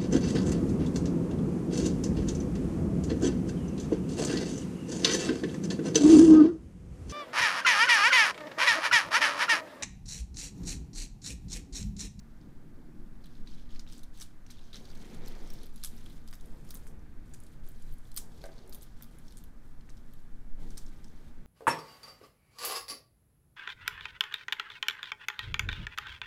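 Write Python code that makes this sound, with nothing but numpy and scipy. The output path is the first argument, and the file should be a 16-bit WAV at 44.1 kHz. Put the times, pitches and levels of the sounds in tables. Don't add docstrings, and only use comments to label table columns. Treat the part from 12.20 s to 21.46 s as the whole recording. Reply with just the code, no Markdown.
import sys
import numpy as np
from scipy import signal
from scipy.fft import rfft, irfft, next_fast_len
from scipy.io import wavfile
from scipy.ndimage import uniform_filter1d

SR = 44100
rng = np.random.default_rng(int(sys.argv[2]) if len(sys.argv) > 2 else 0)


def store_pcm(level_fs):
    pcm = np.round(np.clip(level_fs, -1, 1) * 32767).astype(np.int16)
    wavfile.write(sys.argv[1], SR, np.atleast_2d(pcm).T)


N = 408366


def from_db(db):
    return 10 ** (np.asarray(db) / 20)


def rms_one(x):
    return x / np.sqrt(np.mean(x ** 2) + 1e-20)


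def in_time(rows):
    s, *columns = np.transpose(rows)
    return [np.interp(np.arange(N) / SR, s, c) for c in columns]


def coloured(spectrum):
    size = next_fast_len(N)
    hz, level_db = np.transpose(spectrum)
    grid = np.maximum(np.fft.rfftfreq(size, 1 / SR), 1)
    gain = from_db(np.interp(np.log(grid), np.log(hz), level_db, left=-90, right=-90))
    white = rng.standard_normal(size)
    return rms_one(irfft(rfft(white) * gain, size)[:N])


def drift(rate_hz):
    step = 40
    r = np.exp(-2 * np.pi * rate_hz * step / SR)
    noise = rng.standard_normal(N // step + 2002)
    slow = signal.lfilter([1], [1, -2 * r, r * r], noise)[2000:]
    return np.interp(np.arange(N) / step, np.arange(len(slow)), rms_one(slow))


def ring(pushes, hz, t60):
    r, w = from_db(-60 / (t60 * SR)), 2 * np.pi * hz / SR
    return signal.lfilter([0, np.sin(w)], [1, -2 * r * np.cos(w), r * r], pushes + 1e-18)


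def strokes(rows, rest_db, rise_s, fall_s):
    t, rows = np.arange(0, N + 40, 40) / SR, np.array(rows)
    start, end = rows[:, :1], rows[:, :1] + rows[:, 1:2]
    rise = np.clip((t - start) / rise_s, 0, 1)
    shape = rise * np.exp(-np.maximum(t - end, 0) / fall_s)
    power = from_db(rows[:, 2:].T) ** 2 @ shape ** 2 + from_db(rest_db)[:, None] ** 2
    return [np.interp(np.arange(N) / SR, t, np.sqrt(p)) for p in power]


def hush(level_db):
    # frequency in Hz, relative level in dB per Hz.
    hush_shape = [(18, -33), (30, -0.5), (41, -3.5), (75, -17), (106, -14.5), (233, -20), (273, -26.5),
                  (311, -37.5), (540, -33), (844, -34.5), (1130, -37), (1630, -36), (2900, -50),
                  (14400, -54), (16000, -58)]
    # frequency in Hz, effective width in Hz, level in dB.
    narrow_bands = [(230.4, 11, -68.5), (246.3, 5.1, -71.5), (277.4, 7, -73.5), (309.5, 7, -73),
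                    (373.3, 9, -78.5), (456, 14, -81), (1208, 7.9, -83), (1550, 19, -85.5)]
    sound = from_db(level_db) * coloured(hush_shape)
    for hz, width_hz, band_db in narrow_bands:
        band = ring(rng.standard_normal(N), hz, 3.3 / width_hz)
        sound += from_db(band_db) * rms_one(band)
    return sound


def rumble(drone_gain_db):
    # time in seconds, air level in dB before its wandering, drone level in dB before its gain.
    rumble_levels = [(0, -45, -53.5), (1.5, -37, -56), (2.3, -42, -56), (2.9, -39, -52.5),
                     (4.4, -39.5, -46), (5.2, -40.5, -44), (6.8, -43.5, -51.5), (8.2, -37, -52),
                     (9.26, -41.5, -50.5)]
    air_db, drone_db = in_time(rumble_levels)
    air_noise = coloured([(1.5, 7.0), (3, 4.0), (17, 2.0), (29, -18.5), (45, -30.0), (70, -31.0)])
    air = from_db(air_db + 1.73 * drift(0.6)) * air_noise
    drone_noise = coloured([(40, -24.5), (60, 3.5), (110, -8.5), (160, -3.5)])
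    return air + from_db(drone_db + drone_gain_db) * drone_noise


def rattle(per_s, spread_db, cycles):
    # start in seconds, length in seconds, large beads in dB, small contacts in dB.
    moves = [(.15, 0.11, -81, -100), (1.0, 0.19, -74.5, -85), (1.255, 0.13, -66.5, -80),
             (1.49, 0.048, -66.5, -80), (1.67, 0.094, -66.5, -72), (1.925, 0.1, -65.5, -73),
             (2.27, 0.23, -69, -84), (2.55, 0.9, -66, -73.5), (3.52, 0.46, -70, -72),
             (4.05, 0.57, -76.5, -76.5), (4.45, 0.25, -78, -75), (5.04, 0.29, -76.5, -76),
             (5.42, 0.28, -75.5, -74.5), (5.76, 0.53, -77.5, -76), (6.1, 0.16, -71, -84),
             (6.3, 0.43, -74, -83), (6.75, 0.47, -75, -77), (7.42, 0.07, -81, -78), (7.64, 0.37, -81, -81),
             (8.38, 0.31, -72, -74.5), (8.72, 0.37, -76, -80)]
    large, small = strokes(moves, rest_db=(-84.5, -95.5), rise_s=.019, fall_s=.056)
    sizes = from_db(spread_db * np.minimum(rng.exponential(1, N), 5)) * rng.choice([-1, 1], N)
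    chance = per_s * from_db(3.0 * drift(30)) / SR
    born = sizes * (rng.random(N) < chance)
    dealt = rng.integers(0, 16, N)
    rings = []
    for k, hz in enumerate(np.geomspace(3200, 15000, 16)):
        rings.append(ring(born * (dealt == k), hz, cycles / hz))
    return large * rms_one(sum(rings[:8])) + small * rms_one(sum(rings[8:]))


def brushing(soft_gain_db, drag_gain_db, swish_gain_db):
    # start in seconds, length in seconds, then soft rumble, strand drag and swish in dB before gain.
    rubs = [(.2, 0.61, -50.5, -67, -89), (.9, 0.88, -56, -73, -79), (2.53, 0.89, -54, -60, -67),
            (2.75, 0.15, -51.5, -67, -63.5), (2.9, 0.33, -54, -56.5, -61), (3.7, 0.27, -56, -65, -69),
            (4.2, 0.54, -55, -63, -73), (4.8, 0.92, -58.5, -71.5, -73.5), (5.98, 0.57, -65, -60, -75.5),
            (6.24, 0.014, -66, -55, -63), (6.92, 0.14, -56, -68.5, -74), (8.37, 0.1, -48.5, -59, -68.5),
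            (8.55, 0.67, -57.5, -67.5, -73)]
    # frequency in Hz, relative dB per Hz.
    soft_shape = [(60, -23), (140, -1), (200, -0.5), (236, 2.5), (258, -5), (300, -3.5), (370, -10),
                  (450, -28.5)]
    # frequency in Hz, relative dB per Hz.
    drag_shape = [(250, -17.5), (350, 0.5), (460, 0.5), (600, -7.5), (900, -8.5), (1300, -22.5)]
    # frequency in Hz, relative dB per Hz.
    swish_shape = [(700, -48), (1000, -5.5), (1500, 0), (2200, 1), (3000, -8.5), (4500, -14.5)]
    soft, drag, swish = strokes(rubs, rest_db=(-63, -74.5, -78.5), rise_s=.017, fall_s=.096)
    soft = soft * from_db(soft_gain_db + 1.18 * drift(5.8)) * coloured(soft_shape)
    drag = drag * from_db(drag_gain_db + 1.14 * drift(16)) * coloured(drag_shape)
    swish = swish * from_db(swish_gain_db + 1.55 * drift(10.4)) * coloured(swish_shape)
    return soft + drag + swish


def clicks(gain_db, high_gain_db, chatter_s, chatter, snap_cycles, ping_cycles, ping_db, colour_db,
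           low_db, contact_s, focus_db):
    # time in seconds, ping pitch in Hz,
    # peak level in dB of the middle part before gain, peak level in dB of the high part before gains.
    knocks = [(0.2128, 4500, -57.5, -75), (1.0396, 4100, -55, -67), (1.0427, 4100, -52, -61),
              (1.058, 3790, -52, -54), (1.067, 4180, -54, -62), (1.1521, 4130, -56, -72),
              (1.274, 3920, -44.5, -63), (1.3163, 4480, -54, -70), (1.345, 4030, -57, -66),
              (1.3818, 3400, -55, -73), (1.396, 3550, -57, -71), (1.4178, 3730, -61, -72),
              (1.492, 3900, -54, -73), (1.508, 4070, -54, -77), (1.5488, 5120, -53, -64),
              (1.5603, 4330, -51, -63), (1.565, 4970, -56, -69), (1.5946, 4950, -37.5, -52),
              (1.605, 3490, -55, -59), (1.675, 3860, -50, -70), (1.6887, 5170, -50.5, -68),
              (1.699, 3870, -49, -68), (1.7242, 5100, -45, -52), (1.732, 5710, -47, -53),
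              (1.7778, 9260, -60, -56), (1.781, 7600, -56, -52), (1.7925, 5990, -50, -54),
              (1.8328, 4000, -50, -51), (1.8371, 6200, -51, -55), (1.8423, 5200, -56, -65),
              (1.9748, 4110, -67, -53), (1.9865, 6220, -54, -55), (2.0001, 6240, -43, -47),
              (2.008, 6000, -43, -48), (2.011, 6010, -38, -44), (2.015, 5700, -40.5, -46),
              (2.0178, 3860, -40, -48), (2.0206, 4590, -49, -52), (2.0237, 5760, -43, -42),
              (2.0263, 5490, -41, -45), (2.0323, 9260, -52, -46), (2.265, 5900, -51, -64),
              (2.3036, 4100, -44.5, -51), (2.3076, 5840, -45, -55), (2.312, 5150, -48, -56),
              (2.316, 3670, -52, -56), (2.3208, 8750, -60, -55), (2.3709, 3850, -53, -74),
              (2.3831, 3620, -55, -69), (2.3921, 3810, -51, -61), (2.5305, 3760, -40, -58),
              (2.5372, 4200, -45, -55), (2.5435, 3930, -37, -55), (2.5503, 3450, -46, -58),
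              (2.5563, 5750, -39, -62), (2.558, 5630, -45, -53), (2.565, 3730, -44, -68),
              (2.567, 5630, -44, -61), (2.5726, 3960, -48, -59), (2.6448, 4500, -59, -70),
              (2.6531, 4570, -49, -67), (2.702, 4560, -48, -59), (2.7141, 4780, -50, -61),
              (2.7517, 3470, -50, -54), (2.7547, 4500, -53, -66), (2.774, 5800, -50, -61),
              (2.8263, 4900, -52, -60), (2.9456, 7360, -53, -57), (3.06, 5750, -46, -52),
              (3.0719, 5060, -45, -59), (3.0766, 4330, -44, -54), (3.0821, 12900, -45, -43),
              (3.1513, 4290, -55, -67), (3.274, 5490, -53, -56), (3.3023, 5600, -43.5, -47),
              (3.3346, 14490, -55, -44), (3.338, 5500, -49, -56), (3.3873, 5200, -51, -65),
              (3.4143, 4050, -55, -74), (3.4326, 10640, -49, -48), (3.4595, 12750, -62, -50),
              (3.466, 4650, -54, -54), (3.56, 11000, -50, -48), (3.5652, 10140, -57, -59),
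              (3.578, 4870, -53, -70), (3.63, 4050, -43, -62), (3.6368, 9220, -34.5, -34),
              (3.6378, 11600, -40, -35), (3.6469, 11200, -33, -29), (3.649, 6910, -40, -40),
              (3.657, 8030, -47, -37), (3.659, 10190, -43, -39), (3.673, 11330, -44, -44),
              (3.739, 4130, -62, -61), (3.765, 13090, -69, -55), (3.773, 4500, -56, -67),
              (3.779, 5680, -51, -63), (3.8613, 3420, -47, -51.5), (3.8993, 3340, -53, -56),
              (3.9046, 3810, -53, -60), (4.0764, 10570, -48.5, -51), (4.0854, 4970, -50, -54),
              (4.1109, 12730, -57, -49), (4.128, 4780, -46, -54), (4.1338, 6000, -52, -56),
              (4.1364, 5640, -49, -49), (4.1425, 5100, -50, -52), (4.153, 12830, -55, -51),
              (4.199, 3640, -58, -67), (4.2101, 10680, -52, -53), (4.2584, 11000, -64, -52.5),
              (4.2734, 5210, -63, -62), (4.4495, 9100, -61, -58), (4.4898, 6980, -52, -55),
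              (4.5075, 9400, -59, -44), (4.5061, 14900, -41, -38.5), (4.5085, 5600, -41, -49),
              (4.5168, 6570, -56, -56), (4.5422, 13870, -54, -38), (4.5475, 14130, -53, -37),
              (4.553, 8900, -42, -45), (4.5607, 9100, -53, -48), (4.5715, 11300, -51, -46),
              (4.67, 9100, -58, -51), (4.6754, 9150, -53, -51), (4.684, 8420, -68, -57),
              (4.7928, 5940, -61, -79), (5.1373, 7000, -42.5, -59), (5.1422, 8810, -53, -47.5),
              (5.1462, 6060, -48.5, -61), (5.202, 10100, -62, -49), (5.2362, 8400, -63, -48.5),
              (5.2661, 8740, -55, -55), (5.4655, 9930, -60, -55), (5.4756, 6740, -55, -61),
              (5.4883, 14800, -61, -46), (5.518, 7430, -62, -57), (5.6224, 7320, -55, -58),
              (5.725, 11690, -63, -53), (5.7378, 13090, -62, -52), (5.7831, 10490, -65, -55),
              (5.853, 3500, -58.5, -71), (5.9168, 4930, -50, -51), (5.9432, 13350, -56, -47),
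              (5.9573, 13700, -55, -55), (5.9637, 13630, -39, -30.5), (5.9687, 12250, -50, -48),
              (5.9721, 4600, -34, -30), (5.9753, 5150, -28, -28.5), (5.9801, 13330, -38, -31),
              (5.9857, 8940, -46, -41), (5.9878, 8910, -51, -41), (5.9908, 9220, -53, -44),
              (5.9943, 9650, -54, -51), (6.1456, 5120, -62, -66), (6.2165, 4400, -48, -62),
              (6.2398, 4640, -42.5, -51), (6.256, 4100, -56, -49), (6.258, 6070, -47.5, -55),
              (6.2656, 10830, -57, -54), (6.3188, 4480, -58, -75), (6.3294, 4520, -55, -80),
              (6.3398, 8980, -65, -63), (6.3639, 4130, -57, -75), (6.3806, 4470, -50, -72),
              (6.3882, 4940, -51, -74), (6.4757, 9650, -61, -56), (6.4945, 14400, -53, -44.5),
              (6.5255, 4800, -44, -48), (6.5311, 9020, -49, -48), (6.537, 13720, -59, -45),
              (6.5463, 13000, -45.5, -38), (6.5517, 10900, -61, -43), (6.556, 12490, -55, -49),
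              (6.585, 11860, -61, -56), (6.6115, 7990, -52, -55), (6.6185, 10440, -66, -56),
              (6.6224, 11500, -53, -47), (6.6261, 3900, -58, -55), (6.63, 12730, -49, -46),
              (6.6372, 13420, -60, -50), (6.8235, 14000, -50, -40), (6.832, 14580, -53, -45),
              (6.8422, 11900, -53, -51), (6.9858, 10600, -60, -49), (7.0675, 4890, -63, -68),
              (7.081, 5470, -51, -64), (7.108, 4440, -54, -61), (7.123, 9370, -51, -55),
              (7.171, 9100, -47, -45.5), (7.18, 8590, -53, -50), (7.1862, 7200, -57, -52),
              (7.239, 12270, -53, -49), (7.6086, 4260, -58, -73), (7.695, 6300, -51, -59),
              (7.7022, 5160, -50, -62), (7.77, 5330, -55, -64), (7.7772, 5400, -57, -72),
              (7.9363, 11930, -59, -52), (8.5053, 5750, -46, -52), (8.5727, 5210, -42, -46),
              (8.577, 5840, -38.5, -45), (8.579, 4700, -42, -37), (8.585, 6200, -45, -57),
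              (8.589, 5990, -48, -62), (8.6639, 5550, -47, -68), (8.8435, 5360, -47, -65),
              (8.8811, 6350, -58, -74)]
    borders_hz = [3300, 7600]
    rows, span, count = np.array(knocks), np.arange(400), 20
    start_s, ping_hz, middle_db, high_db = rows[:, :1], rows[:, 1:2], rows[:, 2], rows[:, 3]
    draw = rng.standard_normal((len(rows), len(span) + 2 * count))
    colour_draw, pitch_draw = draw[:, -2 * count:-count], draw[:, -count:]

    ticks = draw[:, :len(span)] ** 3 * chatter * np.exp(-span / (chatter_s * SR))
    ticks[:, 0] = np.sign(draw[:, 0])

    hz = np.c_[np.geomspace(1150, 15000, count) * np.exp(.04 * pitch_draw), ping_hz]
    level_db = np.c_[colour_db * colour_draw, np.full(len(rows), ping_db)]
    octaves_away = np.minimum(abs(np.log2(hz / ping_hz)), 1)
    level_db -= focus_db * octaves_away * (hz > borders_hz[0])
    turns = hz[:, :, None] * span / SR
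    fade_db = 60 * turns / np.r_[np.full(count, snap_cycles), ping_cycles][:, None]
    onset = 1 - np.exp(-span / (contact_s * SR))
    modes = np.sin(2 * np.pi * turns) * from_db(level_db[:, :, None] - fade_db) * onset
    modes[:, ::2] *= -1

    at, out = np.round(start_s * SR).astype(int) + span, 0
    for part, peak_db in enumerate([middle_db + low_db, middle_db, high_db + high_gain_db]):
        in_part = np.digitize(hz, borders_hz) == part
        sound = np.sum(modes * in_part[:, :, None], axis=1)
        sound = signal.fftconvolve(ticks, sound, axes=1)[:, :len(span)]
        height = np.sqrt(2 * uniform_filter1d(sound ** 2, size=20, axis=1).max(axis=1))
        sound = sound * (from_db(peak_db + gain_db) / height)[:, None]
        out = out + np.bincount(at.ravel(), sound.ravel(), N)[:N]
    return out


def taps(gain_db, cycles):
    # time in seconds, peak level in dB before gain, pitch in Hz.
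    mat_taps = [(1.272, -55, 2270), (1.56, -51, 2370), (1.6665, -53, 2610), (2.264, -53, 2340),
                (2.3, -52, 2160), (4.1288, -47, 1730), (4.137, -49.5, 1600), (4.5404, -51, 1590),
                (4.668, -51.5, 1830), (6.8104, -50.5, 1530), (7.691, -51.5, 1940)]
    out = np.zeros(N)
    for s, level_db, hz in mat_taps:
        push = 1.0 * (np.arange(N) == round(s * SR))
        out += from_db(level_db + gain_db) * ring(push, hz, cycles / hz)
    return out


def table(gain_db):
    # time of the bump or rebound in seconds, strength of the push in dB before gain.
    bumps = [(6.24, -37), (6.2505, -43), (6.261, -44), (6.2905, -44.5)]
    # frequency in Hz, relative level in dB, time to fall 60 dB in seconds.
    table_modes = [(577, 3.5, 0.078), (624, 0.5, 0.18), (656, -1, 0.22), (753, 3, 0.045), (1180, -5, 0.051),
                   (1560, 3.5, 0.036), (2020, -7, 0.04)]
    blow = np.zeros(N)
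    for s, level_db in bumps:
        blow[round(s * SR)] = from_db(level_db + gain_db)
    return sum(from_db(level_db) * ring(blow, hz, t60) for hz, level_db, t60 in table_modes)


def room(x, near_db, near_t60, far_db):
    # frequency in Hz, time to fall 60 dB in seconds.
    room_fade = [(500, 0.71), (3000, 0.2), (8000, 0.23), (15000, 0.15)]
    fade_hz, fade_s = np.transpose(room_fade)
    out, edges = np.zeros(N), 400 * 2 ** np.arange(0, 5.6, .5)
    white = rng.standard_normal((2, N))
    for k, (low, high) in enumerate(zip(edges, edges[1:])):
        band = signal.butter(2, [low, high], "band", fs=SR, output="sos")
        far_t60 = np.interp(np.log(low * high) / 2, np.log(fade_hz), fade_s)
        power, energy = signal.sosfilt(band, x) ** 2, 0
        for share_db, t60 in (near_db, near_t60), (far_db, far_t60):
            keep = from_db(-120 / (t60 * SR))
            share = from_db(2 * share_db)
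            energy = energy + signal.lfilter([(1 - keep) * share], [1, -keep], power)
        out += np.sqrt(energy) * rms_one(signal.sosfilt(band, white[k % 2]))
    return out


def scene():
    background = hush(level_db=-54) + rumble(drone_gain_db=-10.0)
    beads = rattle(per_s=3600, spread_db=2.8, cycles=22.0)
    cloth = brushing(soft_gain_db=-4.0, drag_gain_db=-2.5, swish_gain_db=-4.0)
    beads = beads + clicks(gain_db=-1.0, high_gain_db=2.5, chatter_s=.0018, chatter=.045, snap_cycles=19.0,
                           ping_cycles=36.0, ping_db=4, colour_db=3.5, low_db=-13.5, contact_s=.00012,
                           focus_db=13)
    beads = beads + taps(gain_db=8.5, cycles=5.2)
    wet = room(beads, near_db=-7, near_t60=.03, far_db=-7.5)
    return (beads + wet + table(gain_db=-12.0) + cloth + background)[None]


def record(dry):
    dry = signal.sosfilt(signal.butter(2, 16500, fs=SR, output="sos"), dry)
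    cut = signal.cheby2(14, 65, 16400, fs=SR, output="sos")
    return signal.sosfilt(cut, dry)


dry = scene()
out = record(dry)
store_pcm(out)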